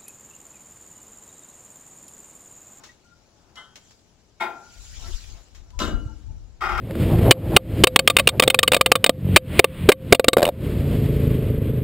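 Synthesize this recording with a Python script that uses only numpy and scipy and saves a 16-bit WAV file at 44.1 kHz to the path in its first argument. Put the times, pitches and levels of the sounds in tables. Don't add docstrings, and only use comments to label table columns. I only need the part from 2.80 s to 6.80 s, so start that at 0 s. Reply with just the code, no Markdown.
import sys
import numpy as np
from scipy import signal
from scipy.fft import rfft, irfft
from scipy.io import wavfile
from scipy.ndimage import uniform_filter1d

SR = 44100
rng = np.random.default_rng(int(sys.argv[2]) if len(sys.argv) > 2 else 0)


def master(y):
    cut = np.clip(np.atleast_2d(y).T, -1, 1)
    pcm = np.round(cut * 32767)
    wavfile.write(sys.argv[1], SR, pcm.astype(np.int16))


N = 176400
TIME = np.arange(N) / SR

# (time [s], level [dB], rise time [s], kind of contact)
IMPACTS = [(1.597, -1.5, 0.013, "knock"), (1.617, -8, .005, "knock"), (2.988, -1.5, 0.015, "drop"),
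           (3.012, -3.5, .008, "drop"), (3.071, -15, .005, "drop"), (3.806, -8, .003, "rattle"),
           (3.811, -1.5, .011, "rattle"), (3.833, -3.5, .006, "rattle"), (3.853, -5.5, .006, "rattle"),
           (3.882, -1.5, 0.012, "rattle"), (3.914, -4, 0.006, "rattle"), (3.947, -7, 0.0036, "rattle"),
           (3.968, 0, .012, "rattle")]
CONTACTS = ["knock", "drop", "rattle"]
STILL = -np.inf
# (frequency [Hz], T60 [s], knock level [dB], drop [dB], rattle [dB])
GRATE_MODES = [(217, 0.64, STILL, -32.5, STILL), (303.8, 0.84, STILL, -32.5, STILL),
               (353.6, 0.43, -32.5, -32.5, -36.5), (674.5, 0.51, -35.5, STILL, STILL),
               (794, 0.64, -40.5, STILL, -37), (894, 0.26, -27, STILL, -57),
               (1020, 0.29, -27.5, -29.5, -40), (1178, 0.2, STILL, -33, -29), (1295, 0.19, -50, -27.5, -24),
               (1375, 0.55, -26.5, -32.5, -32.5), (1424, 1, -42, STILL, -35), (1562, 0.54, -40, -40, -38),
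               (1590, 0.59, STILL, -44.5, STILL), (1878, 0.21, -30, STILL, -34),
               (2177, 0.12, -22, STILL, -36), (2452, 0.35, -34.5, STILL, -38.5),
               (2905, 0.6, STILL, -37, STILL), (3216, 0.33, -42.5, -39, -44), (3680, 0.23, -36, -31, -47),
               (4000, 0.3, STILL, -35, STILL), (4670, 0.16, STILL, STILL, -45),
               (4800, 0.42, -49.5, -46, -56), (5080, 0.33, STILL, STILL, -52),
               (7200, 0.25, STILL, -38, STILL)]
CLATTER_SPECTRA = {"knock": [(100, -33), (240, -11.5), (560, -11), (880, 3.5), (1170, -11), (1420, 4.5),
                   (1680, -11.5), (2250, -4), (2650, -16), (3700, -13), (4300, -19), (7500, -31),
                   (15500, -38.5)], "drop": [(100, -5), (260, -0.5), (420, -5), (580, -2), (850, -12.5),
                   (1330, -2.5), (1750, -11.5), (2400, -14.5), (3700, -10), (4600, -13.5), (7200, -16),
                   (8200, -29.5), (15500, -36)], "rattle": [(250, -17), (560, -15), (780, -4.5),
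                   (1100, -4.5), (1350, 4), (1690, -15.5), (1950, -5), (2450, -14.5), (2900, -15.5),
                   (3600, -20.5), (4300, -25), (4850, -19), (6500, -30.5), (8200, -35.5), (15500, -42)]}
CLATTER_GAINS = {"knock": -23, "drop": -23, "rattle": -24.5}
# (frequency [Hz], T60 [s])
FIREBOX_T60 = [(150, 0.84), (1400, 0.41), (5000, 0.23), (15000, 0.39)]
# (frequency [Hz], level [dB], T60 [s])
TONG_MODES = [(1018, -46, 0.28), (1258, -40.5, 0.3), (1358, -45.5, 0.5), (1500, -49, 0.71),
              (2057, -38, 0.22), (2960, -41.5, 0.29), (3074, -48, 0.45), (3220, -46, 0.58)]
# (frequency [Hz], relative density [dB])
CLINK_SPECTRUM = [(400, -3.5), (1300, 7), (1900, 0), (2400, -20), (3100, 2), (4100, -6.5), (7500, -11.5),
                  (15500, -31)]
# (time [s], level
# [dB], rise time [s], T60 [s])
TICKS = [(0.034, -43, 0.005, 0.29), (0.756, -44, 0.00093, 0.061), (0.9557, -41, 0.0019, 0.15),
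         (1.107, -51, 0.0017, 0.11), (2.746, -48, 0.0036, 0.24), (2.904, -49.5, 0.00078, 0.036),
         (2.989, -24, 0.0029, 0.038)]
# (frequency [Hz], relative density [dB])
TICK_SPECTRUM = [(200, -6.5), (2000, -0.5), (7000, -0.5), (8500, -13.5), (15500, -20.5)]
# (time [s], duration [s], frequency [Hz], level [dB])
SQUEAKS = [(0.089, 0.038, 1926, -52), (0.237, 0.21, 1403, -61), (2.229, 0.054, 1340, -51.5),
           (2.275, 0.043, 359, -46), (2.919, 0.17, 993, -60), (3.153, 0.077, 1370, -43),
           (3.262, 0.092, 1381, -51.5), (3.278, 0.12, 879, -57.5), (3.481, 0.097, 870, -63)]
# (time [s], level [dB])
SIZZLE_ENVELOPE = [(0, -64), (.9, -67.5), (1.08, -58.5), (1.25, -66), (1.55, -68.5), (1.86, -56.5),
                   (2.0, -49), (2.18, -46.5), (2.31, -43.5), (2.45, -48.5), (2.68, -61), (2.85, -67),
                   (3.3, -61.5), (4, -72)]
# (frequency [Hz], relative density [dB])
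SIZZLE_SPECTRUM = [(300, -22), (2300, -2.5), (4000, -2), (5800, 2), (7300, 2), (8400, -12.5), (11300, -13),
                   (12300, -19), (15500, -17.5)]
# (time [s], level [dB])
DRAG_ENVELOPE = [(0, -53), (.25, -71.5), (.72, -61.5), (1.2, -70.5), (2.1, -69.5), (2.27, -48.5),
                 (2.38, -71), (2.58, -56), (2.7, -66.5), (3.2, -62.5), (3.7, -69.5)]
# (frequency [Hz], relative density [dB])
DRAG_SPECTRUM = [(100, -5.5), (320, 6), (450, -0.5), (900, 4.5), (1150, -2), (1380, 2), (1900, -9.5),
                 (15000, -28.5)]
# (time [s], level [dB])
WIND_ENVELOPE = [(1.83, -66), (1.94, -47), (2.28, -29.5), (2.42, -43.5), (2.53, -34.5), (2.67, -56.5),
                 (2.77, -42), (2.94, -41), (2.98, -31), (3.15, -19), (3.21, -27.5), (3.4, -42), (3.51, -25),
                 (3.76, -44), (3.85, -33), (4, -25.5)]
# (frequency [Hz], relative density [dB])
WIND_SPECTRUM = [(12, -21), (28, -1), (48, 5), (110, -10), (170, -24.5), (300, -32), (3000, -102)]
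# (time [s], left level [dB], right level [dB], width [s])
BUFFETS = [(2.345, -16, -38, 0.011), (2.984, -17, -53, 0.0075), (3.263, -34, -17.5, 0.004)]
# (frequency [Hz], relative density [dB])
YARD_SPECTRUM = [(20, -4), (70, 6.5), (300, -2.5), (700, -7), (1300, -20), (7000, -19), (9000, -42),
                 (15500, -65)]
# (frequency [Hz], correlation [0-1], left minus right level [dB])
PORTS = [(100, 0.87, 7.5), (1310, 0.57, 6), (2380, 0.17, 4.5), (4400, 0.26, 2.5), (14800, 0, 1.6)]

BOX_LAG_S, BOX_HZ = 0.023, 470


def grate(split_hz=19, twin_db=-5):
    out, t = np.zeros((2, N)), TIME[:SR]
    for hz, t60, *contact_dbs in GRATE_MODES:
        energy = np.zeros((1, N))
        envelope = decay(t, t60) * ramp(t, BOX_LAG_S * BOX_HZ / hz)
        for onset, db, rise_s, kind in IMPACTS:
            amplitude = amp(db + contact_dbs[CONTACTS.index(kind)]) * contact(t, rise_s) * envelope
            add(energy, onset, amplitude[None] ** 2)
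        twin_hz = hz + split_hz * rng.uniform(.5, 2) * rng.choice([-1, 1])
        out += np.sqrt(energy) * (tone(TIME, hz) + amp(twin_db) * tone(TIME, twin_hz))
    return out


def firebox_clatter(resonances, crack_db=-4):
    out, t = np.zeros((2, N)), TIME[:SR]
    for onset, db, rise_s, kind in IMPACTS:
        spectrum, gain = CLATTER_SPECTRA[kind], amp(db + CLATTER_GAINS[kind])
        hz, frame_s, bands = signal.stft(noise(overlay(spectrum, resonances), SR), SR, nperseg=512)
        hz = hz[:, None]
        lag_s = BOX_LAG_S / (1 + (hz / BOX_HZ) ** 2)
        growth = 1 - np.exp(-(frame_s + frame_s[1] / 2) / lag_s)
        damping = decay(frame_s, lookup(FIREBOX_T60, hz))
        tail = signal.istft(bands * damping * growth, SR, nperseg=512)[1][:, :SR]
        add(out, onset, gain * contact(t, rise_s) * tail)
        crack = amp(crack_db) * noise(spectrum, SR) * decay(t, t60=0.016)
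        add(out, onset + rise_s, gain * crack)
    return out


def tongs(steel, clink_s=.755, clink_noise_db=-42):
    out, t = np.zeros((2, N)), TIME[:SR]
    modes = sum(amp(db) * decay(t, t60) * tone(t, hz) for hz, db, t60 in TONG_MODES)
    body = amp(clink_noise_db) * noise(overlay(CLINK_SPECTRUM, steel), SR) * decay(t, t60=0.42)
    add(out, clink_s, (modes + body) * contact(t, rise_s=0.021))
    for onset, db, rise_s, t60 in TICKS:
        envelope = amp(db) * ramp(t, rise_s) * decay(t, t60)
        add(out, onset, envelope * noise(overlay(TICK_SPECTRUM, steel), SR))
    return out


def bar_squeaks(width_hz=20):
    out, t = np.zeros((2, N)), TIME[:SR]
    hz = np.arange(0, SR / 2, 5)
    for onset, duration, centre_hz, db in SQUEAKS:
        peak_db = -20 * np.log10(1 + ((hz - centre_hz) / width_hz) ** 2)
        envelope = amp(db) * np.sin(np.pi * np.sqrt(ramp(t, duration)))
        add(out, onset, envelope * noise(np.column_stack([hz, peak_db]), SR))
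    return out


def sizzle(bursts_per_s=2300, spread_db=3, burst_weight=0.44, patch_db=3, patch_s=.03, patch_hz=700):
    sizes = amp(spread_db * np.minimum(rng.exponential(1, N), 5))
    bursting = rng.random(N) < bursts_per_s / SR
    bursts = unit_rms(sizes * bursting * rng.standard_normal((2, N)))
    hiss = np.sqrt(1 - burst_weight ** 2) * rng.standard_normal((2, N))
    hz, frame_s, bands = signal.stft(burst_weight * bursts + hiss, SR, nperseg=512)
    patches = uniform_filter1d(rng.standard_normal(bands.shape[1:]), round(patch_s / frame_s[1]), axis=1)
    patches = unit_rms(uniform_filter1d(patches, round(patch_hz / hz[1]), axis=0))
    flickering = signal.istft(bands * amp(patch_db * patches), SR, nperseg=512)[1][:, :N]
    hood = ripple(db=2.5)
    return level(SIZZLE_ENVELOPE) * at_ports(flickering, overlay(SIZZLE_SPECTRUM, hood))


def food_drag(steel):
    return level(DRAG_ENVELOPE) * noise(overlay(DRAG_SPECTRUM, steel), N)


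def wind(right_db=-14):
    hz = np.fft.rfftfreq(N, 1 / SR)
    eddies = irfft(rfft(rng.standard_normal((2, N))) * amp(lookup(WIND_SPECTRUM, hz)), N)
    out = unit_rms(eddies) * level(WIND_ENVELOPE)
    out[1] *= amp(right_db)
    for centre_s, *port_dbs, width_s in BUFFETS:
        u = (TIME - centre_s) / width_s
        out += amp(port_dbs)[:, None] * (1 - 2 * u ** 2) * np.exp(-u ** 2)
    return out


def yard(db=-60.5):
    return amp(db) * noise(YARD_SPECTRUM, N)


def tone(t, hz, wavers_per_s=45, waver_db=2.5, waver_s=.00007):
    gains = port_gains(np.array(float(hz)))[:, None]
    knots = rng.standard_normal((2, 1000))
    loudness, drift = (np.interp(t * wavers_per_s, np.arange(len(k)), k) for k in knots)
    phase = 2 * np.pi * (hz * (t + waver_s * drift) + rng.random())
    return amp(waver_db * loudness) * abs(gains) * np.cos(phase + np.angle(gains))


def ripple(db, width_hz=26, from_hz=910):
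    hz = np.arange(0, SR / 2, 5)
    peaks = unit_rms(uniform_filter1d(rng.standard_normal(len(hz)), round(width_hz / hz[1])))
    return np.column_stack([hz, db * peaks * hz / np.hypot(hz, from_hz)])


def overlay(spectrum, resonances):
    hz, fine_db = resonances.T
    return np.column_stack([hz, lookup(spectrum, hz) + fine_db])


def port_gains(hz, left_lag_s=.000042):
    tilt = amp(lookup(PORTS, hz, column=2) / 2)
    return np.array([tilt * np.exp(-2j * np.pi * hz * left_lag_s), 1 / tilt])


def at_ports(pair, spectrum):
    size = pair.shape[1]
    hz = np.fft.rfftfreq(size, 1 / SR)
    left, independent = rfft(pair)
    correlation = lookup(PORTS, hz)
    right = correlation * left + np.sqrt(1 - correlation ** 2) * independent
    ports = np.array([left, right]) * port_gains(hz)
    return unit_rms(irfft(ports * amp(lookup(spectrum, hz)), size))


def noise(spectrum, size):
    return at_ports(rng.standard_normal((2, size)), spectrum)


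def contact(t, rise_s):
    return ramp(t, rise_s) ** 2


def ramp(t, rise_s):
    return np.minimum(t / rise_s, 1)


def decay(t, t60):
    return np.exp(-np.log(1000) * t / t60)


def amp(db):
    return 10 ** (np.asarray(db) / 20)


def unit_rms(x):
    return x / np.sqrt(np.mean(x ** 2) + 1e-20)


def lookup(table, hz, column=1):
    columns = np.transpose(table)
    return np.interp(np.log(hz + 1), np.log(columns[0] + 1), columns[column])


def level(points):
    return amp(np.interp(TIME, *np.transpose(points)))


def add(mix, onset, sound):
    part = mix[:, round(onset * SR):][:, :sound.shape[1]]
    part += sound[:, :part.shape[1]]


def scene():
    steel = ripple(db=4)
    high_partials = ripple(db=5, width_hz=70, from_hz=11000)
    firebox = overlay(steel, high_partials)
    drag = food_drag(steel)
    metal = grate() + firebox_clatter(firebox) + tongs(steel) + bar_squeaks()
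    return metal + sizzle() + drag + wind() + yard()


def record(dry):
    lowpass = signal.firwin(511, 15900, window=("kaiser", 9), fs=SR)
    return signal.oaconvolve(dry, lowpass[None], "same")


dry = scene()
out = record(dry)
master(out)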